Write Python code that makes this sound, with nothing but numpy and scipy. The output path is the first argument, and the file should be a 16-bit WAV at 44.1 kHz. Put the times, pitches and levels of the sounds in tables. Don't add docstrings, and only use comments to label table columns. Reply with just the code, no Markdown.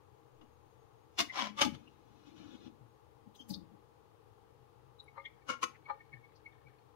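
import sys
import numpy as np
from scipy import signal
from scipy.fft import rfft, irfft
from scipy.io import wavfile

SR = 44100
rng = np.random.default_rng(int(sys.argv[2]) if len(sys.argv) > 2 else 0)


def wrap_up_sound(samples):
    columns = np.atleast_2d(samples).T
    tamed = np.clip(columns, -1, 1)
    steps = np.round(tamed * 32767).astype(np.int16)
    wavfile.write(sys.argv[1], SR, steps)


N = 306495
HIT_SIZE = 2 ** 14
CLACK_FALL_S, THUD_RISE_S = 0.0115, 0.012
PING_RISE_S, PING_FALL_S = 0.0055, 0.0081

# start_s, level_db, rise_s, tilt_db_per_octave, seated (0 loose, 1 home)
KNOCK_AND_CLACKS = [(0.416, -54, 0.0035, -6, 0), (1.191, -24, 0.004, 1, 0), (1.204, -24, 0.0034, 1.5, 0),
                    (1.592, -32.5, 0.0099, 0, 1), (1.619, -18, 0.0059, -0.5, 1), (1.65, -33, 0.0035, 3, 1),
                    (1.749, -51.5, 0.0096, -0.5, 1)]
# start_s, level_db, pitch_hz, fall_s
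LOW_THUDS = [(0.437, -57, 245.6, 0.016), (1.214, -43.5, 326.4, 0.022), (1.415, -41.5, 252.8, 0.056),
             (1.664, -28, 258, 0.017), (1.735, -47, 155, .035), (2.544, -49, 248, 0.0096),
             (2.663, -53, 261.8, .03), (2.808, -56, 139.5, 0.057), (3.276, -53, 222, 0.0095),
             (3.41, -58.5, 269, 0.036), (3.51, -37.5, 200.7, 0.016), (3.563, -48, 205.5, 0.05),
             (3.624, -54, 187, 0.014), (3.735, -56, 204, 0.01), (5.503, -47, 250, 0.012),
             (5.639, -50, 262.4, 0.019), (6.14, -56, 140.5, 0.044), (6.66, -59, 140, .03)]
# time_s, level_db
LUG_SLIDE = [(1.29, -81), (1.33, -55.5), (1.375, -38.5), (1.41, -37.5), (1.445, -44.5), (1.472, -45),
             (1.51, -65.5), (1.55, -84)]
# time_s, level_db
GASKET_PULLS = [(1.78, -79), (2.0, -86), (2.23, -78.5), (2.28, -71), (2.345, -79), (2.38, -68),
                (2.5, -71.5), (2.55, -69.5), (2.585, -77), (2.615, -73.5), (2.675, -69.5), (2.705, -89),
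                (2.78, -97)]
# freq_hz, level_db
BRASS_COLOUR = [(80, -21), (200, -17.5), (330, 1), (430, -10.5), (600, -5), (1000, -7.5), (1500, -5.5),
                (2400, -4.5), (3300, -2.5), (4500, -3), (6400, -8), (8000, -22), (11000, -23.5),
                (15500, -33)]
# freq_hz, left_over_right_db
HOLDER_PAN = [(300, 0), (2000, 0.5), (4500, -5), (12000, -2)]
# freq_hz, left_lead_rad
STEREO_PHASE = [(100, -6), (550, -1.5), (1100, -1.5), (4000, -2)]


def from_db(db):
    return 10 ** (np.asarray(db) / 20)


def rms_one(x):
    return x / np.sqrt(np.mean(x ** 2, axis=-1, keepdims=True) + 1e-30)


def bins(size):
    return np.maximum(np.fft.rfftfreq(size, 1 / SR), 1)


def at_hz(points, hz):
    freq_hz, value = np.transpose(points)
    return np.interp(np.log(hz), np.log(freq_hz), value)


def level_curve(rows):
    time_s, level_db = np.transpose(rows)
    return from_db(np.interp(np.arange(N) / SR, time_s, level_db, left=-np.inf, right=-np.inf))


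def through(x, response):
    return irfft(rfft(x) * response, x.shape[-1])


def drift(rate_hz, size):
    return rms_one(through(rng.standard_normal(size), 1 / (1 + (bins(size) / rate_hz) ** 2)))


def panned(x, balance):
    ratio = from_db(at_hz(balance, bins(x.shape[-1])))
    return through(x, np.array([ratio, np.ones_like(ratio)]) * np.sqrt(2 / (1 + ratio ** 2)))


def add(out, start_s, level_db, hit):
    first = round(start_s * SR) - HIT_SIZE // 4
    out[:, first:first + HIT_SIZE] += from_db(level_db) * hit[:, :N - first]


def resonance(hz, centre_hz, width_hz):
    return 1 / (1 + 1j * (hz ** 2 - centre_hz ** 2) / (hz * width_hz))


def body(hz, colour, modes=()):
    response = from_db(at_hz(colour, hz)) + 0j
    for centre_hz, width_hz, boost_db in modes:
        response = response * (1 + (from_db(boost_db) - 1) * resonance(hz, centre_hz, width_hz))
    return response / np.sqrt(np.mean(abs(response) ** 2))


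def ripple(hz, depth_db, spacing_hz):
    grid = np.arange(0, SR / 2, spacing_hz)
    heights = rng.standard_normal(2048)[:len(grid)].clip(-1.6, 1.6)
    return from_db(depth_db * np.interp(hz, grid, heights))


def grains(size, rough_db, rate_hz=400):
    # freq_hz, coherence (0 to 1)
    likeness = [(60, 0.32), (500, 1), (1100, 0.3), (2500, 0.27), (12000, .1)]
    hz = bins(size)
    left, other = rfft(rng.standard_normal((2, size)))
    alike = at_hz(likeness, hz)
    right = alike * np.exp(-1j * at_hz(STEREO_PHASE, hz)) * left + np.sqrt(1 - alike ** 2) * other
    clumps = from_db(rough_db * drift(rate_hz, size))
    return rms_one(irfft(np.array([left, right]), size) * clumps)


def swell(rise_s, fall_s):
    t = (np.arange(HIT_SIZE) - HIT_SIZE // 4) / SR
    return np.exp(-np.maximum(-t / rise_s, t / fall_s))


def with_energy_of(envelope, x):
    return rms_one(x) * np.sqrt(np.mean(envelope ** 2))


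def chatter(envelope, response, rough_db):
    return with_energy_of(envelope, through(envelope * grains(HIT_SIZE, rough_db), response))


def struck(envelope, response, modes, rough_db, clean_share):
    t = np.maximum(np.arange(HIT_SIZE) - HIT_SIZE // 4 + .005 * SR, 0) / SR
    hz, ring = bins(HIT_SIZE), 0
    for centre_hz, width_hz, _ in modes:
        height = np.interp(centre_hz, hz, abs(response)) * width_hz
        phase = 2 * np.pi * (centre_hz * t + rng.random((2, 1)))
        ring = ring + height * np.exp(-np.pi * width_hz * t) * np.sin(phase)
    attack = np.tanh(t / 0.0032) ** 2
    blow = with_energy_of(envelope, ring * attack)
    return np.sqrt(1 - clean_share) * chatter(envelope, response, rough_db) + np.sqrt(clean_share) * blow


def ping(envelope, centre_hz, width_hz, pure_hz=30, skirt_db=-33):
    hz, t = bins(HIT_SIZE), np.arange(HIT_SIZE) / SR
    tone = (pure_hz / width_hz) * np.sin(2 * np.pi * centre_hz * t - np.array([[0], [np.pi / 2]]))
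    band = np.exp(-.5 * ((hz - centre_hz) / width_hz) ** 2)
    skirt = from_db(skirt_db) * np.exp(-2 * np.log2(hz / centre_hz) ** 2)
    drive = envelope * (tone + grains(HIT_SIZE, rough_db=2.5))
    return with_energy_of(envelope, through(drive, band + skirt))


def rubbed(friction, response, shift_hz, patchy_db, spots=4):
    grips = np.exp([2 * drift(shift_hz, N) for _ in range(spots)])
    return sum(through(friction * share, response * ripple(bins(N), patchy_db, spacing_hz=78.7))
               for share in grips / grips.sum(axis=0))


def lingering(drive, fall_s):
    keep = np.exp(-2 / (fall_s * SR))
    return signal.lfilter([1 - keep], [1, -keep], drive ** 2 + 1e-18)


def kitchen_hum(gain_db=-62.5):
    # freq_hz, level_db
    colour = [(25, -12.5), (48, -4.5), (70, 1.5), (125, 2.5), (160, -12), (300, -12.5), (620, -16),
              (1150, -7.5), (1500, -17.5), (2200, -22), (3100, -22.5), (4200, -26), (7500, -34),
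              (11000, -32.5), (15500, -34)]
    # pitch_hz, width_hz, boost_db
    modes = [(139.8, 71, 7.2), (316, 15, 10), (455, 56.7, 18.34), (827, 55, 11)]
    return from_db(gain_db) * through(rng.standard_normal((2, N)), body(bins(N), colour, modes))


def boiler_whistle(pitch_hz=6570, width_hz=60):
    # time_s, level_db
    envelope = [(0, -95), (.7, -89.5), (1.2, -92.5), (7, -103)]
    steam = rng.standard_normal((2, N))
    whistle = rms_one(through(steam, resonance(bins(N), pitch_hz, width_hz) ** 2))
    return level_curve(envelope) * whistle


def room(x, build_s=0.0074, size=32768):
    # freq_hz, t60_s
    decay_times = [(150, 0.55), (600, 0.16), (2500, 0.33), (5000, 0.18), (12000, 0.29)]
    t, hz = np.arange(size) / SR, bins(size)
    noise, tail = rng.standard_normal((2, size)), 0
    for centre_hz in np.geomspace(62.5, 16000, 9):
        octave = np.maximum(1 - abs(np.log2(hz / centre_hz)), 0)
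        tail = tail + through(noise, octave) * np.exp(-np.log(1000) * t / at_hz(decay_times, centre_hz))
    tail = rms_one(tail * (1 - np.exp(-t / build_s))) / np.sqrt(size)
    return signal.fftconvolve(x, tail, axes=1)[:, :N]


def frame_rumble(clack_db=-17.5, thud_db=-9.5, slide_db=-16, twist_db=15.5):
    # freq_hz, level_db
    colour = [(50, -18.5), (110, -2), (165, -5.5), (235, 1.5), (310, 0.5), (400, -13.5), (800, -30.5),
              (2000, -70.5)]
    # pitch_hz, width_hz, boost_db
    modes = [(320, 70, 11)]
    blows = np.zeros((1, N))
    for start_s, level_db, rise_s, *_ in KNOCK_AND_CLACKS:
        add(blows, start_s, level_db + clack_db, swell(rise_s, CLACK_FALL_S)[None])
    for start_s, level_db, _, fall_s in LOW_THUDS:
        add(blows, start_s, level_db + thud_db, swell(THUD_RISE_S, fall_s)[None])
    pushes = blows[0] + from_db(slide_db) * level_curve(LUG_SLIDE)
    twist = from_db(twist_db) * level_curve(GASKET_PULLS)
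    energy = lingering(pushes, fall_s=0.012) + lingering(twist, fall_s=0.037)
    return through(np.sqrt(energy) * grains(N, rough_db=2.0, rate_hz=25), body(bins(N), colour, modes))


def low_thuds(sag_share=0.18, sag_s=0.025, wobble_db=3):
    # pitch_hz, relative_db, fall_s
    side_modes = [(81.2, -26, .07), (563, -22.5, .04), (840, -16, 0.016)]
    out, t = np.zeros((2, N)), (np.arange(HIT_SIZE) - HIT_SIZE // 4) / SR
    sinking = 1 - sag_share * np.tanh(t / sag_s)
    for start_s, level_db, pitch_hz, swing_fall_s in LOW_THUDS:
        for hz, mode_db, fall_s in [(pitch_hz * sinking, 0, swing_fall_s), *side_modes]:
            phase = 2 * np.pi * (np.cumsum(hz * np.ones(HIT_SIZE)) / SR + rng.random())
            tone = np.sqrt(2) * np.sin([phase, phase - at_hz(STEREO_PHASE, hz)])
            envelope = swell(THUD_RISE_S, fall_s) * from_db(wobble_db * drift(50, HIT_SIZE))
            add(out, start_s, level_db + mode_db, envelope * tone)
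    return out


def faint_ticks(count=56, start_s=5.15, end_s=6.84, loudest_db=-64.5, spread_db=13):
    # freq_hz, level_db
    colour = [(1000, -12), (1700, 2), (2400, -9), (3200, -4.5), (4400, -10), (5500, -39), (12000, -60)]
    # pitch_hz, width_hz, boost_db
    modes = [(1800, 86, 10.6), (2230, 89, 24), (4320, 120, 6.6)]
    out, hz = np.zeros((2, N)), bins(HIT_SIZE)
    metal, envelope = body(hz, colour, modes), swell(PING_RISE_S, PING_FALL_S)
    for slot, (late, faintness) in enumerate(rng.random((count, 2))):
        time_s = np.interp(slot + late, [0, count], [start_s, end_s])
        response = metal * ripple(hz, depth_db=10.0, spacing_hz=228)
        add(out, time_s, loudest_db - spread_db * faintness, chatter(envelope, response, rough_db=2.5))
    return out


def metal_ticks(gain_db=-2.5, rise_s=0.0054, crack_lead_s=0.013, width_share=0.16):
    # start_s, ring_db, pitch_hz, fall_s, crack_db
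    ticks = [(3.364, -67.5, 5940, 0.064, -67.5), (3.41, -65.5, 5570, .022, -71),
             (3.508, -43, 4800, 0.0077, -50), (3.543, -38, 4300, 0.0075, -71),
             (6.361, -65.5, 4806, 0.013, -97)]
    # pitch_hz, width_hz, boost_db
    modes = [(3730, 41, 8.9), (4386, 53, 8.6), (4730, 48, 2.9), (4960, 97, 8.1), (6380, 150, 16)]
    out, hz = np.zeros((2, N)), bins(HIT_SIZE)
    metal = body(hz, BRASS_COLOUR, modes)
    for start_s, ring_db, pitch_hz, fall_s, crack_db in ticks:
        crack = ping(swell(rise_s, fall_s=0.028), centre_hz=12100, width_hz=8500)
        focus = np.exp(-.5 * (np.log(hz / pitch_hz) / width_share) ** 2)
        ring = chatter(swell(rise_s, fall_s), metal * focus, rough_db=1.5)
        add(out, start_s - crack_lead_s, crack_db + gain_db, crack)
        add(out, start_s, ring_db + gain_db, ring)
    return out


def light_pings(gain_db=6.5, overtone_ratio=1.9, overtone_db=-32):
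    # start_s, level_db, pitch_hz, width_hz
    pings = [(1.303, -43.5, 2070, 133), (1.878, -65, 2780, 220), (3.356, -66.5, 3470, 452),
             (3.402, -55.5, 3165, 111), (3.416, -58.5, 3166, 150), (5.003, -55, 3904, 170),
             (5.04, -78, 10050, 200), (5.086, -60, 2200, 119), (5.183, -57.5, 2080, 130),
             (5.201, -54.5, 2140, 111), (5.257, -55.5, 1880, 99.5), (5.258, -53.5, 3300, 270),
             (5.262, -47, 2140, 116), (5.753, -63.5, 2050, 450), (5.864, -55, 2230, 100),
             (5.9, -56.5, 2275, 100), (6.009, -61.5, 1820, 80), (6.011, -60, 2210, 90),
             (6.138, -51.5, 2212, 119.5), (6.139, -58, 1810, 141), (6.172, -64.5, 1800, 140),
             (6.247, -62, 2197, 90), (6.466, -50.5, 2210, 100), (6.671, -63.5, 2265, 101)]
    out, envelope = np.zeros((2, N)), swell(PING_RISE_S, PING_FALL_S)
    for start_s, level_db, pitch_hz, width_hz in pings:
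        overtone = from_db(overtone_db) * ping(envelope, overtone_ratio * pitch_hz, width_hz)
        add(out, start_s, level_db + gain_db, ping(envelope, pitch_hz, width_hz) + overtone)
    return out


def plate_knocks(gain_db=-0.5):
    # start_s, level_db
    knocks = [(5.179, -42.5), (5.903, -32.5)]
    # freq_hz, level_db
    colour = [(100, -21), (350, -6), (650, -7), (900, 5), (1250, 7.5), (1600, -5.5), (2400, -28),
              (3200, -17), (5000, -38), (12000, -53)]
    # pitch_hz, width_hz, boost_db
    modes = [(547, 13.6, 22.6), (831, 24, 13.5), (934, 32, 12), (1205, 20.8, 15.5), (1820, 55, 16),
             (2250, 50, 26.4), (4180, 50, 25.6)]
    out, plate = np.zeros((2, N)), body(bins(HIT_SIZE), colour, modes)
    envelope = swell(rise_s=0.0093, fall_s=0.01)
    for start_s, level_db in knocks:
        knock = struck(envelope, plate, modes, rough_db=1.5, clean_share=0.28)
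        add(out, start_s, level_db + gain_db, knock)
    return out


def glass_on_tray(gain_db=-0.5):
    # start_s, level_db, rise_s, fall_s, cutoff_hz, seated (0 on edge, 1 flat)
    landings = [(5.493, -35.5, 0.007, 0.0097, 11500, 0), (5.502, -30, 0.0065, 0.017, 9000, 0),
                (5.517, -41, 0.0022, 0.015, 8000, 0), (5.539, -40.5, 0.0026, 0.0076, 6000, 0),
                (5.632, -27, 0.0055, 0.0068, 13000, 1), (5.639, -27.5, 0.0026, 0.0077, 11000, 1)]
    # freq_hz, level_db
    colour = [(80, -14), (170, -5), (250, 1), (400, -8.5), (750, -11.5), (1100, -2.5), (1700, -8.5),
              (3000, -1), (6300, -5.5), (7800, -14.5), (11000, -14.5), (15500, -23)]
    # pitch_hz, width_hz, boost_db
    edge_modes = [(514, 34, 23.7), (1066, 60, 17.8), (1386, 24.5, 26.1), (1670, 50, 11), (2200, 70, 16),
                  (2880, 45, 17.2), (6480, 240, 8.2)]
    # pitch_hz, width_hz, boost_db
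    flat_modes = [(335, 24, 12.5), (493, 17, 17), (1072, 38, 14.8), (1296, 55, 18.7), (1436, 36, 10),
                  (1970, 66, 14.3), (2340, 38, 12.2), (2580, 36, 8.4), (2933, 57, 11.2), (4640, 28, 5.3),
                  (6430, 180, 8.9)]
    out, hz = np.zeros((2, N)), bins(HIT_SIZE)
    for start_s, level_db, rise_s, fall_s, cutoff_hz, seated in landings:
        modes = flat_modes if seated else edge_modes
        tray = body(hz, colour, modes) * ripple(hz, depth_db=2.5, spacing_hz=89.9)
        softness = 1 / np.sqrt(1 + (hz / cutoff_hz) ** 6)
        hit = struck(swell(rise_s, fall_s), tray * softness, modes, rough_db=2.0, clean_share=0.42)
        add(out, start_s, level_db + gain_db, hit)
    return out


def lug_scrape(gain_db=2.0):
    # freq_hz, level_db
    colour = [(100, -23), (300, -1), (430, -14), (700, -5.5), (1050, 7.5), (1450, -0.5), (3800, -0.5),
              (6300, -8), (7500, -23.5), (15500, -35)]
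    # pitch_hz, width_hz, boost_db
    modes = [(554, 39, 10), (700, 45, 8.5), (1510, 40, 7), (2277, 60, 10.5), (3500, 120, 2)]
    friction = level_curve(LUG_SLIDE) * grains(N, rough_db=3, rate_hz=330)
    scrape = rubbed(friction, body(bins(N), colour, modes), shift_hz=14, patchy_db=6.5)
    return from_db(gain_db) * scrape


def gasket_rub(rub_db=2.0, squeak_db=4.5, squeak_hz=3640, tight_s=2.44, build_s=0.08, shift_hz=14):
    # freq_hz, level_db
    colour = [(300, -5), (800, 2.5), (1300, 2.5), (2000, -5.5), (2600, 0.5), (3900, 3), (4700, -7.5),
              (6400, -5.5), (7500, -21.5), (15500, -32)]
    pulls = level_curve(GASKET_PULLS)
    friction = pulls * grains(N, rough_db=0.0)
    rub = rubbed(friction, body(bins(N), colour), shift_hz, patchy_db=8.5)
    tight = np.clip((np.arange(N) / SR - tight_s) / build_s, 0, 1)
    pitch_hz = squeak_hz * (1 + 0.05 * drift(shift_hz, N))
    flutter = np.array([drift(rate_hz=200, size=N) for channel in range(2)])
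    squeak = pulls * tight * flutter * np.sin(2 * np.pi * np.cumsum(pitch_hz) / SR)
    return from_db(rub_db) * rub + from_db(squeak_db) * squeak


def knock_and_clacks():
    # pitch_hz, width_hz, boost_db
    loose_modes = [(693, 57, 7), (1090, 48, 14), (1206, 40, 5), (1912, 56, 7.5), (2140, 17, 4.5),
                   (2890, 55, 11), (3470, 64, 7), (4190, 40, 6.5)]
    # pitch_hz, width_hz, boost_db
    home_modes = [(550, 70, 2), (661, 46, 8), (864.3, 40, 10), (1174, 55, 17), (2126, 34, 9.5),
                  (2805, 80, 3.5), (2970, 35, 7.5), (3050, 46, 6.5), (3270, 65, 7), (3505, 80, 11),
                  (10400, 400, 3.5)]
    out, hz = np.zeros((2, N)), bins(HIT_SIZE)
    for start_s, level_db, rise_s, tilt_db_per_octave, seated in KNOCK_AND_CLACKS:
        modes = home_modes if seated else loose_modes
        tilt = from_db(tilt_db_per_octave * np.log2(hz))
        brass = body(hz, BRASS_COLOUR, modes) * tilt * ripple(hz, depth_db=4.0, spacing_hz=70.8)
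        hit = struck(swell(rise_s, CLACK_FALL_S), brass, modes, rough_db=-2.0, clean_share=0.13)
        add(out, start_s, level_db, hit)
    return out


def scene(room_db=-14.5, ping_room_db=-15.0):
    # freq_hz, left_over_right_db
    tray_pan = [(300, -1.5), (1200, 2), (3000, -4), (8000, -2.5)]
    # freq_hz, left_over_right_db
    ping_pan = [(2100, -3), (3500, 1), (10000, 3.5)]
    # freq_hz, left_over_right_db
    mix_pan = [(30, 4.5), (130, 17), (280, 17), (550, 7.5), (1100, 7), (2200, 10), (4200, 7.5), (8000, 3),
               (14000, -0.5)]
    holder = panned(knock_and_clacks() + lug_scrape(), HOLDER_PAN) + gasket_rub()
    lows = frame_rumble() + low_thuds()
    tray = panned(glass_on_tray() + plate_knocks(), tray_pan)
    handling = holder + lows + tray
    pings = panned(light_pings() + metal_ticks() + faint_ticks(), ping_pan)
    reflections = room(from_db(room_db) * handling + from_db(ping_room_db) * pings)
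    background = kitchen_hum() + boiler_whistle()
    return panned(handling + pings + reflections + background, mix_pan)


def record(dry, cutoff_hz=15750):
    return signal.sosfilt(signal.ellip(12, .1, 80, cutoff_hz, fs=SR, output="sos"), dry)


dry = scene()
out = record(dry)
wrap_up_sound(out)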